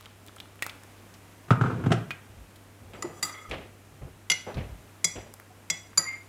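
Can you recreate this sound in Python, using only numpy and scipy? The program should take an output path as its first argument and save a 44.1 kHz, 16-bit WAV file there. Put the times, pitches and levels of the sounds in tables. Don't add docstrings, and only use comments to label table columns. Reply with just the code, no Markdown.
import sys
import numpy as np
from scipy import signal
from scipy.fft import rfft, irfft
from scipy.io import wavfile
from scipy.ndimage import uniform_filter1d

SR = 44100
rng = np.random.default_rng(int(sys.argv[2]) if len(sys.argv) > 2 else 0)


def digitize_waveform(pressure):
    field = np.atleast_2d(pressure).T
    bounded = np.clip(field, -1, 1)
    quanta = np.round(bounded * 32767).astype(np.int16)
    wavfile.write(sys.argv[1], SR, quanta)


def nominal_scale(level):
    x = np.asarray(level, float) / 20
    return 10 ** x


N = 276948
T = np.arange(N) / SR

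GROUP_HZ = [2100, 3400, 4800, 5900, 7300]


def band(x, lo_hz, hi_hz):
    edges = [lo_hz, min(hi_hz, .45 * SR)]
    return signal.sosfilt(signal.butter(2, edges, "band", fs=SR, output="sos"), x)


def noise(lo_hz, hi_hz):
    x = band(rng.standard_normal(N), lo_hz, hi_hz)
    return x / x.std()


def walk(rate):
    k = int(SR / rate)
    steps = np.repeat(rng.standard_normal(N // k + 1), k)
    x = uniform_filter1d(uniform_filter1d(steps, k), k)[:N]
    return x / x.std()


def decay(t, t60):
    return np.exp(-np.log(1000) * t / t60)


def mode(x, hz, t60):
    r, w = decay(1 / SR, t60), 2 * np.pi * hz / SR
    return signal.lfilter([0, r * np.sin(w)], [1, -2 * r * np.cos(w), r * r], x + 1e-18)


def ring(x, modes):
    return sum((-1) ** k * nominal_scale(db) * mode(x, hz, t60) for k, (hz, db, t60) in enumerate(modes))


def clicks(s, size):
    x = np.zeros(N)
    np.add.at(x, (np.asarray(s) * SR).astype(int), size)
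    return x


def curve(rows, column):
    rows = np.array(rows)
    return nominal_scale(np.interp(T, rows[:, 0], rows[:, column], left=-120, right=-120))


def fade(s, rise, t60):
    out, i = np.zeros(N), int(s * SR)
    t = T[:min(N - i, int(1.5 * t60 * SR))]
    out[i:i + len(t)] = np.minimum(t / max(rise, 1e-4), 1) * decay(t, t60)
    return out


def grit(per_s):
    x = (rng.random(N) < per_s / SR) * rng.standard_normal(N)
    return x / x.std()


def shares(knocks, share_db):
    place_db = [0, 10, 0, -18, 0]
    k = np.array(knocks)
    octaves = np.log2(np.array(GROUP_HZ) / GROUP_HZ[2])
    force_db = k[:, 1:2] + share_db + k[:, 2:3] * octaves + k[:, 3:] * place_db
    return np.hstack([k[:, :1], force_db])


def knock(rows, modes_hz, modes, contact_s, first, crack_db):
    # f/Hz, level under the ring/dB
    crack_bands = [(1600, -14), (2700, -5.5), (3900, -8), (5300, -4), (6600, -4), (9000, -10.5),
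                   (13000, -9.5)]
    out, t = 0, T[:800]
    chatter = rng.standard_normal((len(rows), len(t))) * np.exp(-t / contact_s) * 0.074
    chatter[:, 0] = first
    for k, (hz, (db, t60)) in enumerate(zip(modes_hz, modes)):
        force = np.zeros(N)
        for row, contact in zip(rows, chatter):
            i = int(row[0] * SR)
            total = max(abs(contact @ np.exp(2j * np.pi * hz * t)), .5)
            force[i:i + len(t)] += nominal_scale(np.interp(hz, GROUP_HZ, row[1:]) + db) * contact / total
        out = out + (-1) ** k * mode(force, hz, t60)
    for hz, db in crack_bands:
        crack = 0
        for row in rows:
            level_db = np.interp(hz, GROUP_HZ, row[1:]) + db + crack_db
            crack = crack + nominal_scale(level_db) * fade(row[0], 0.0016, 0.031)
        out = out + crack * noise(hz / 1.317, hz * 1.1)
    return out


def spoon_knocks():
    # t/s, force/dB, hardness/dB per octave, place round the wall (-0.6 to 1.4)
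    tap_knocks = [
        (3.0234, -32, 2, 0),
    ]
    high_knocks = [
        (3.2276, -17.5, -0.5, 0.75),
        (3.248, -30, 5, .5),
        (3.2944, -37.5, -7, 0.74),
    ]
    side_knocks = [
        (3.3515, -61, 8, 1.4),
        (4.2996, -20.5, 0.9, -0.23),
        (4.3164, -23.5, -2, -0.6),
    ]
    deep_knocks = [
        (5.0435, -17.5, 1.7, 0.022),
        (5.7, -21, -2, 0.016),
    ]
    last_knocks = [
        (5.9748, -20, 0, 0.0028),
        (5.9785, -21, 0.0043, 0),
    ]
    mug_hz = [2006, 2112, 2850, 3370, 3800, 4400, 4785, 5300, 5905, 5975, 6735, 7060, 7660, 9700, 10450,
              11120, 12550, 13370, 15150]
    deep_hz = [1985, 2138, 2850, 3375, 3854, 4600, 4915, 5170, 5832, 5882, 6730, 7085, 7375, 7650, 8500,
               9636, 10440, 12670]
    tap_hz = [1981, 3000, 4834, 5975, 7068, 8086, 10070, 11280]
    last_hz = [1640, 2230, 2850, 3800, 4775, 4830, 5911, 6535, 6971, 7052, 7655, 9609, 11100, 11690, 13370]
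    # level/dB, time to die away by 60 dB/s
    rim = [(2, 0.079), (-4, 0.06), (-10, 0.029), (-1, 0.11), (2.5, 0.021), (-42, 0.02), (0.5, 0.046),
           (-17, 0.15), (17, 0.03), (-18, 0.0678), (6, 0.0087), (4.5, 0.051), (-1.5, 0.025), (-15, 0.078),
           (-26, 0.051), (-11, 0.049), (-19.5, 0.066), (-19, 0.066), (-20, .05)]
    side_wall = [(-13, 0.19), (-0.5, 0.092), (3, 0.027), (2.3, 0.044), (-26, 0.052), (-11, 0.067),
                 (-1.5, 0.063), (-21, 0.026), (-11, 0.12), (0, 0.04), (-7, 0.054), (-3, 0.12), (-6.5, 0.18),
                 (-15, 0.07), (-3.5, 0.053), (-4, 0.041), (-22, .07), (-32, .06), (-31, .05)]
    deep = [(-16, 0.27), (2, 0.051), (-29, 0.022), (4.5, 0.17), (-16, 0.04), (-18, 0.046), (-5.5, 0.054),
            (-23, 0.054), (3.5, 0.02), (3, 0.055), (3.5, 0.036), (-1.5, 0.044), (2, 0.034), (5, 0.041),
            (-38, 0.056), (-10.5, 0.048), (-8.5, 0.022), (-19, 0.063)]
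    tap = [(-1.5, 0.094), (-20, 0.016), (-3, 0.038), (-8, 0.034), (2.5, 0.04), (-13, 0.026), (-9.5, .04),
           (-23, 0.024)]
    last = [(-10, .03), (-13, 0.028), (-29, .02), (-20, 0.016), (6, 0.077), (-1, 0.044), (-6, .06),
            (-18, 0.048), (3.5, 0.037), (7.5, 0.052), (-8.5, .05), (-8, 0.04), (-4, 0.047), (-13, .05),
            (-22, .05)]
    rim_share_db = [-12.5, -28, -1, -21, -4.5]
    side_share_db = [3.5, 2.5, 2, -1.5, -4.5]
    deep_share_db = [-2.5, -15.5, 2, 0.5, -4]
    out = knock(shares(high_knocks, rim_share_db), mug_hz, rim, 0.0046, 0.19, -.1)
    out = out + knock(shares(side_knocks, side_share_db), mug_hz, side_wall, 0.0022, 0.43, -.1)
    out = out + knock(shares(deep_knocks, deep_share_db), deep_hz, deep, 0.0045, 0.53, -.1)
    out = out + knock(shares(tap_knocks, 0), tap_hz, tap, 0.0035, 0.26, -3)
    return out + knock(shares(last_knocks, 0), last_hz, last, 0.0021, 0.24, -13)


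def scrape(strokes, modes_hz, modes):
    at_rim_db = [-5, -26, -23, 11.5]
    deep_down_db = [-17.5, 0.5, -28, -16.5]
    # f/Hz, level/dB, time to die away by 60 dB/s
    rasp_modes = [(8700, 0, .012), (9700, -1, .02), (10450, 1, .02), (11120, -11, 0.018), (12550, -5, .025),
                  (13600, -6, .02), (14500, -3, .015), (15200, -2, .02)]
    rows = np.vstack(strokes)
    pressure = uniform_filter1d(sum(curve(part, column=1) for part in strokes), size=400)
    depth = np.interp(T, rows[:, 0], rows[:, 2])
    gains = [pressure * nominal_scale(rim_db + depth * (deep_db - rim_db))
             for rim_db, deep_db in zip(at_rim_db, deep_down_db)]
    upper = np.clip((depth - 0.51) / (0.95 - 0.51), 0, 1)
    out = nominal_scale(-6.0) * gains[0] * (noise(300, 780) + noise(940, 2100.0))
    rasp = ring(grit(per_s=4600), rasp_modes)
    out = out + nominal_scale(-17 + 3.4 * walk(60)) * gains[3] * rasp / rasp.std()
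    for k, (hz, (db, t60)) in enumerate(zip(modes_hz, modes)):
        sound = mode(grit(per_s=700), hz, t60)
        if hz < 4000:
            sound = sound / uniform_filter1d(abs(sound), size=1300) ** .6
        share = {2: 1 - upper, 3: upper}.get(k, 1)
        group = np.searchsorted([1800, 3000, 4200], hz)
        out = out + nominal_scale(db + 3.6 * walk(45)) * share * gains[group] * sound / sound.std()
    return out


def spoon_scrapes():
    # t/s, pressure/dB, depth (0 rim, 1 deep)
    strokes = [
        [(2.93, -73, .3), (2.95, -44, 0.85), (3.0, -68, .05), (3.05, -61, .4), (3.096, -71, 0.06),
         (3.146, -63, .02), (3.2, -56.5, .05)],
        [(3.229, -38, .1), (3.255, -35, 0.36), (3.275, -36, 0.53), (3.321, -45, 0.35), (3.345, -36.5, 0.81),
         (3.363, -39.5, 0.71), (3.471, -46, 0.87), (3.5, -62, .1)],
    ]
    last_strokes = [
        [(5.99, -28.5, 0.27), (6.025, -42, 0.36), (6.058, -37.5, 0.59), (6.08, -39.5, 0.99), (6.112, -46, 1),
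         (6.128, -41.5, 1), (6.175, -41.5, 0.8), (6.195, -62, 0.95), (6.275, -70, 0.79)],
    ]
    scraped_hz = [1200, 1270, 2006, 2125, 3370, 4785, 5905, 5975, 6735, 7060, 7660]
    last_scraped_hz = [1050, 1290, 1945, 2120, 1630, 1760, 2250, 2570, 4775, 6971, 7052, 9500, 11100]
    # level/dB, time to die away by 60 dB/s
    scraped = [(1, 0.035), (2, 0.064), (-4.5, 0.049), (-2.5, 0.18), (8, 0.22), (-20.5, .12), (-19.5, 0.048),
               (-15, 0.054), (-26, .1), (-19, 0.16), (-14.5, 0.11)]
    last_scraped = [(-10, .03), (-5, 0.033), (7, 0.081), (3, 0.31), (-10, .06), (-14, .06), (-14, .03),
                    (-31, 0.055), (-14, 0.034), (-13, .06), (-16, .06), (-24, .06), (-25, .05)]
    return scrape(strokes, scraped_hz, scraped) + scrape(last_strokes, last_scraped_hz, last_scraped)


def jolts():
    # t/s, worktop level/dB, handle level/dB
    shaken = [
        (3.024, -58, -32),
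        (3.226, -41, -36),
        (4.302, -39.5, -41),
        (5.041, -34, -40.5),
        (5.7, -37.5, -42),
        (5.974, -37.5, -27.5),
    ]
    # f/Hz, level/dB, time to die away by 60 dB/s
    handle = [(1044, -5.5, 0.086), (1195, 2.5, 0.051), (1290, 1, 0.052), (1770, -34, 0.03488)]
    out, tea = 0, noise(245.0, 890)
    worktop_hz, t60 = 164, 0.18
    for s, top_db, handle_db in shaken:
        out = out + nominal_scale(top_db) * fade(s, 0.01, t60) * np.sin(2 * np.pi * worktop_hz * (T - s))
        out = out + nominal_scale(-41) * fade(s, 0.0049, t60) * tea
    rows = np.array(shaken)
    return out + ring(clicks(rows[:, 0], nominal_scale(rows[:, 2] - 1.5)), handle)


def drops():
    # t/s, peak level/dB, snap f/Hz, splash above 4 kHz level/dB
    water_drops = [(0.0094, -41, 1290, -47), (0.0581, -31.5, 3070, -54), (0.065, -39, 1310, -58),
                   (0.2646, -46, 6400, -45), (0.2752, -44, 6490, -43.5), (0.2837, -34.5, 3420, -59),
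                   (0.2942, -39, 1310, -64), (0.363, -33.5, 8400, -60), (0.3671, -37, 1310, -59),
                   (0.384, -37, 3191, -60), (0.402, -26, 3350, -44), (0.457, -40, 1290, -67),
                   (0.557, -45, 1420, -48.5), (0.593, -38, 2540, -59), (0.6215, -52, 2600, -40),
                   (0.6239, -13.5, 2370, -28), (0.642, -48, 1834, -37), (0.6621, -38, 1090, -52),
                   (0.6651, -23, 1360, -33), (0.6957, -24.5, 3300, -43.5), (0.8354, -43, 1800, -43),
                   (5.3393, -40, 1160, -36.5), (5.3993, -34.5, 1650, -45)]
    # t/s, peak level/dB, snap f/Hz, fine edge level/dB
    dry_ticks = [(1.1403, -38, 5500, -57), (1.5062, -9.5, 1230, -50), (1.84, -30, 1400, -60),
                 (2.107, -18.5, 2190, -42), (2.5592, -42, 3260, -50), (2.9353, -36, 2580, -59),
                 (3.285, -37, 3900, -52), (3.4962, -37, 7100, -57), (3.5127, -20.5, 2470, -63),
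                 (4.467, -34.5, 700, -65), (4.5441, -33.5, 3900, -64), (4.571, -38, 3186, -58),
                 (4.581, -37, 2269, -67), (5.932, -40, 1500, -62)]
    # t/s, level/dB
    dribble = [
        (0.0, -44),
        (0.316, -78),
        (0.606, -70),
        (1.0, -53),
    ]
    out, hiss, t = np.zeros(N), noise(3950, 16200), T[:6000]
    lasts = [0.016 * 2 ** ((row[1] + 40) / 20) for row in water_drops] + [0.055] * len(dry_ticks)
    for (s, db, hz, splash_db), t60 in zip(water_drops + dry_ticks, lasts):
        i = int(s * SR)
        snap = -np.sin(2 * np.pi * hz * t) * np.exp(-t * hz / 1.1)
        grain = rng.standard_normal(len(t)) * np.minimum(t / 0.0006, 1) * decay(t, t60)
        spray = band(grain, hz / 2.0, hz * 1.32) * np.sqrt(8000 / hz)
        splash = hiss[i:i + len(t)] * (np.exp(-t / 0.000072) + 0.21 * decay(t, t60))
        out[i:i + len(t)] += nominal_scale(db + 2.5) * snap + nominal_scale(db - 9.5) * spray + nominal_scale(splash_db + 8.5) * splash
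    out = out + .9 * band(np.roll(out, int(.0032 * SR)), 3000, 4100)
    fizz = band(grit(per_s=620), 680, 4300)
    return out + curve(dribble, column=1) * nominal_scale(-11) * fizz / fizz.std()


def kettle():
    # t/s, weight/dB, clack/dB, extra when on its edge/dB
    landings = [(1.482, -32, -38.5, 11), (1.5058, 2, -5, 0), (1.529, -23, -32, -1), (1.554, -20, -33, .1),
                (1.61, -5, -16.5, 2.5), (1.637, -11, -19, -11), (1.658, -40, -24, -15),
                (1.7, -23, -24, -26), (1.781, -17, -63, 6), (1.839, -15, -38, 7), (1.86, -1, -24.5, 7),
                (1.905, -2.5, -24, 6), (1.917, -13, -18, 19), (1.939, -10.5, -39, -4), (1.975, -27, -35, 9),
                (2.009, -25, -43, -2)]
    # t/s, level/dB
    slide = [
        (1.5, -68),
        (1.668, -35.5),
        (1.726, -40),
        (1.874, -44),
        (2.1, -60),
    ]
    # f/Hz, level/dB, time to die away by 60 dB/s
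    worktop = [(115.6, -2, 0.18), (153.6, 1, 0.059), (200, -5.5, 0.059), (254.5, -8.5, 0.076)]
    base = [(345, -3.5, 0.093), (421, -4, 0.12), (519, -6.5, 0.096), (616, -3.5, 0.06), (692, 2.5, 0.041),
            (787, 1.5, 0.053), (820, -3.5, 0.065)]
    shell = [(932, -8.5, 0.028), (1087, -5.5, 0.041), (1241, -1, 0.038), (1336, -0.5, 0.039),
             (1500, -6.5, 0.032), (1840, -16.5, 0.017), (2070, -22.5, 0.036)]
    blow_db = [-8.5, -11, -9.5]
    rattle_db = [-24, -10.5, -10.5]
    slide_db = [8.5, -0.2, -7, -15.5]
    s, weight, clack, edge = np.transpose(landings)
    base_blow, treble = (weight + clack) / 2 - 13.5 + edge, clack - 19.5 + edge
    rows = np.transpose([s, weight, base_blow, clack, treble])
    out, grind = 0, curve(slide, column=1)
    for k, body in enumerate((worktop, base, shell)):
        rumble = ring(grit(per_s=1700), [(hz, db, 0.23 * t60) for hz, db, t60 in body])
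        rattle = sum(nominal_scale(row[k + 1] + rattle_db[k]) * fade(row[0], 0.0012, 0.079) for row in rows)
        sign = 1 if k else -1
        out = out + ring(clicks(rows[:, 0], sign * nominal_scale(rows[:, k + 1] + blow_db[k])), body)
        out = out + rumble / rumble.std() * (grind * nominal_scale(slide_db[k]) + rattle)
    tick = sum(nominal_scale(row[4] - 5.0) * fade(row[0], 0.0036, 0.077) for row in rows)
    tick = tick + grind * nominal_scale(slide_db[3])
    return out + tick * (noise(1500, 3150) + nominal_scale(-11.5) * noise(4400, 8200))


def thuds():
    # t/s, boom/dB, knock/dB, shuffle/dB, time to die away by 60 dB/s
    steps = [(1.95, -44, -60, -70, 0.27), (2.289, -31, -47, -48, 0.15), (2.366, -34.5, -66, -58, 0.39),
             (2.799, -38.5, -45, -71, 0.45), (2.893, -57, -47, -65, 0.46), (2.932, -47, -36, -43, 0.47),
             (3.04, -61, -32.5, -55, 0.67), (3.486, -31, -34, -41, 0.54), (3.511, -40, -24.5, -29.5, 0.41),
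             (3.899, -39, -46.5, -69, 0.38), (4.011, -28.5, -31.5, -50, 0.28), (4.465, -52, -25, -42, 0.56),
             (4.553, -21, -34, -62, 0.39), (4.567, -37, -34.5, -35, 0.35), (4.699, -30, -69, -75, 0.25),
             (5.152, -41, -30.5, -39, 0.51)]
    # t/s, level/dB, f/Hz, time to die away by 60 dB/s
    cupboard = [
        (0.622, -25.5, 1900, 0.063),
        (2.106, -28, 2470, 0.095),
        (3.042, -27.5, 350, 0.2),
        (5.5, -40, 740, 0.071),
    ]
    # t/s, level/dB
    heels = [(2.37, -35), (2.892, -43), (3.487, -31.5), (3.528, -39), (4.012, -45), (4.552, -27),
             (4.569, -44), (4.601, -35), (4.633, -33), (4.698, -42), (4.739, -40), (5.16, -35)]
    # f/Hz, level/dB, time to die away by 60 dB/s
    floor = [(49, -6, 0.23), (60.5, -5.5, 0.18), (96, -6.5, .25)]
    layers, out = [band(noise(45, 126), 41, 240), noise(120, 660.0), noise(1450, 2930)], 0
    layers = [layer * nominal_scale(2 * walk(rate) - 1.3) for layer, rate in zip(layers, (20, 90, 150))]
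    for s, *db, t60 in steps:
        for k, late in enumerate((.02, .004, 0)):
            swell = fade(s, 0.0085 + late, t60 * (1 + 8 * late))
            out = out + swell * nominal_scale(db[k] - 8.0) * layers[k]
    for s, db, hz, t60 in cupboard:
        out = out + nominal_scale(db + 3 * walk(60)) * fade(s, 0.0075, t60) * np.sin(2 * np.pi * hz * (T - s))
    s, db = np.transpose(heels)
    return out + ring(uniform_filter1d(clicks(s, nominal_scale(db)), size=130), floor)


def kitchen():
    # f/Hz, level/dB per Hz
    air_colour = [(79, -48), (135, -8), (210, -2.5), (284, -3.5), (519, -8.5), (650, -9), (912, -11),
                  (1340, -13), (2500, -16.5), (4500, -24), (7000, -23), (12000, -25.5), (15200, -29.5),
                  (16500, -49)]
    hz, db = np.transpose(air_colour)
    f = np.maximum(np.fft.rfftfreq(N, 1 / SR), 1)
    air = irfft(rfft(rng.standard_normal(N)) * nominal_scale(np.interp(np.log(f), np.log(hz), db)), N)
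    air *= nominal_scale(-55 + .7 * walk(4.49)) / band(air, 100, 18700).std()
    rumble = nominal_scale(-64) * band(noise(26, 116), 27, 280)
    hum_hz = 99.2 * (1 + 0.0036 * walk(6.6))
    hum = np.sin(2 * np.pi * np.cumsum(hum_hz) / SR)
    return air + rumble + np.sqrt(2) * nominal_scale(-56.5 + 0.46 * walk(6.6)) * hum


def room(x):
    t = T[:SR // 2]
    start = np.clip((t - .002) / 0.016, 0, 1)
    lows = noise(61, 2300)[:len(t)] * decay(t, 0.41)
    treble = 1.21 * noise(1430.0, 13600)[:len(t)] * decay(t, 0.4)
    lines = rfft(start * (lows + treble))
    lines /= np.maximum(abs(lines) / uniform_filter1d(abs(lines), size=150), 1)
    tail = start * irfft(lines, len(t)) * np.minimum((t[-1] - t) / .15, 1) ** 2
    return x + nominal_scale(-14) * signal.fftconvolve(x, tail / np.sqrt(np.sum(tail ** 2)))[:N]


def scene():
    near = spoon_knocks() + spoon_scrapes() + jolts() + drops() + kettle()
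    return (room(band(near, 88, 15500)) + thuds() + kitchen())[None]


def top_cut(x):
    return signal.sosfilt(signal.butter(12, 16980, fs=SR, output="sos"), x)


def record(dry):
    duck_db, duck_from_db, release_s = -0.03, -48, 1
    keep = np.exp(-1 / (release_s * SR))
    loud = signal.lfilter([1 - keep], [1, -keep], dry ** 2)
    levelled = dry * nominal_scale(-duck_db * np.log10(1 + loud / nominal_scale(2 * duck_from_db)))
    top_hz = 16900
    cut = signal.sosfilt(signal.ellip(8, .2, 70, top_hz, fs=SR, output="sos"), levelled)
    return top_cut(cut)


dry = scene()
out = record(dry)
digitize_waveform(out)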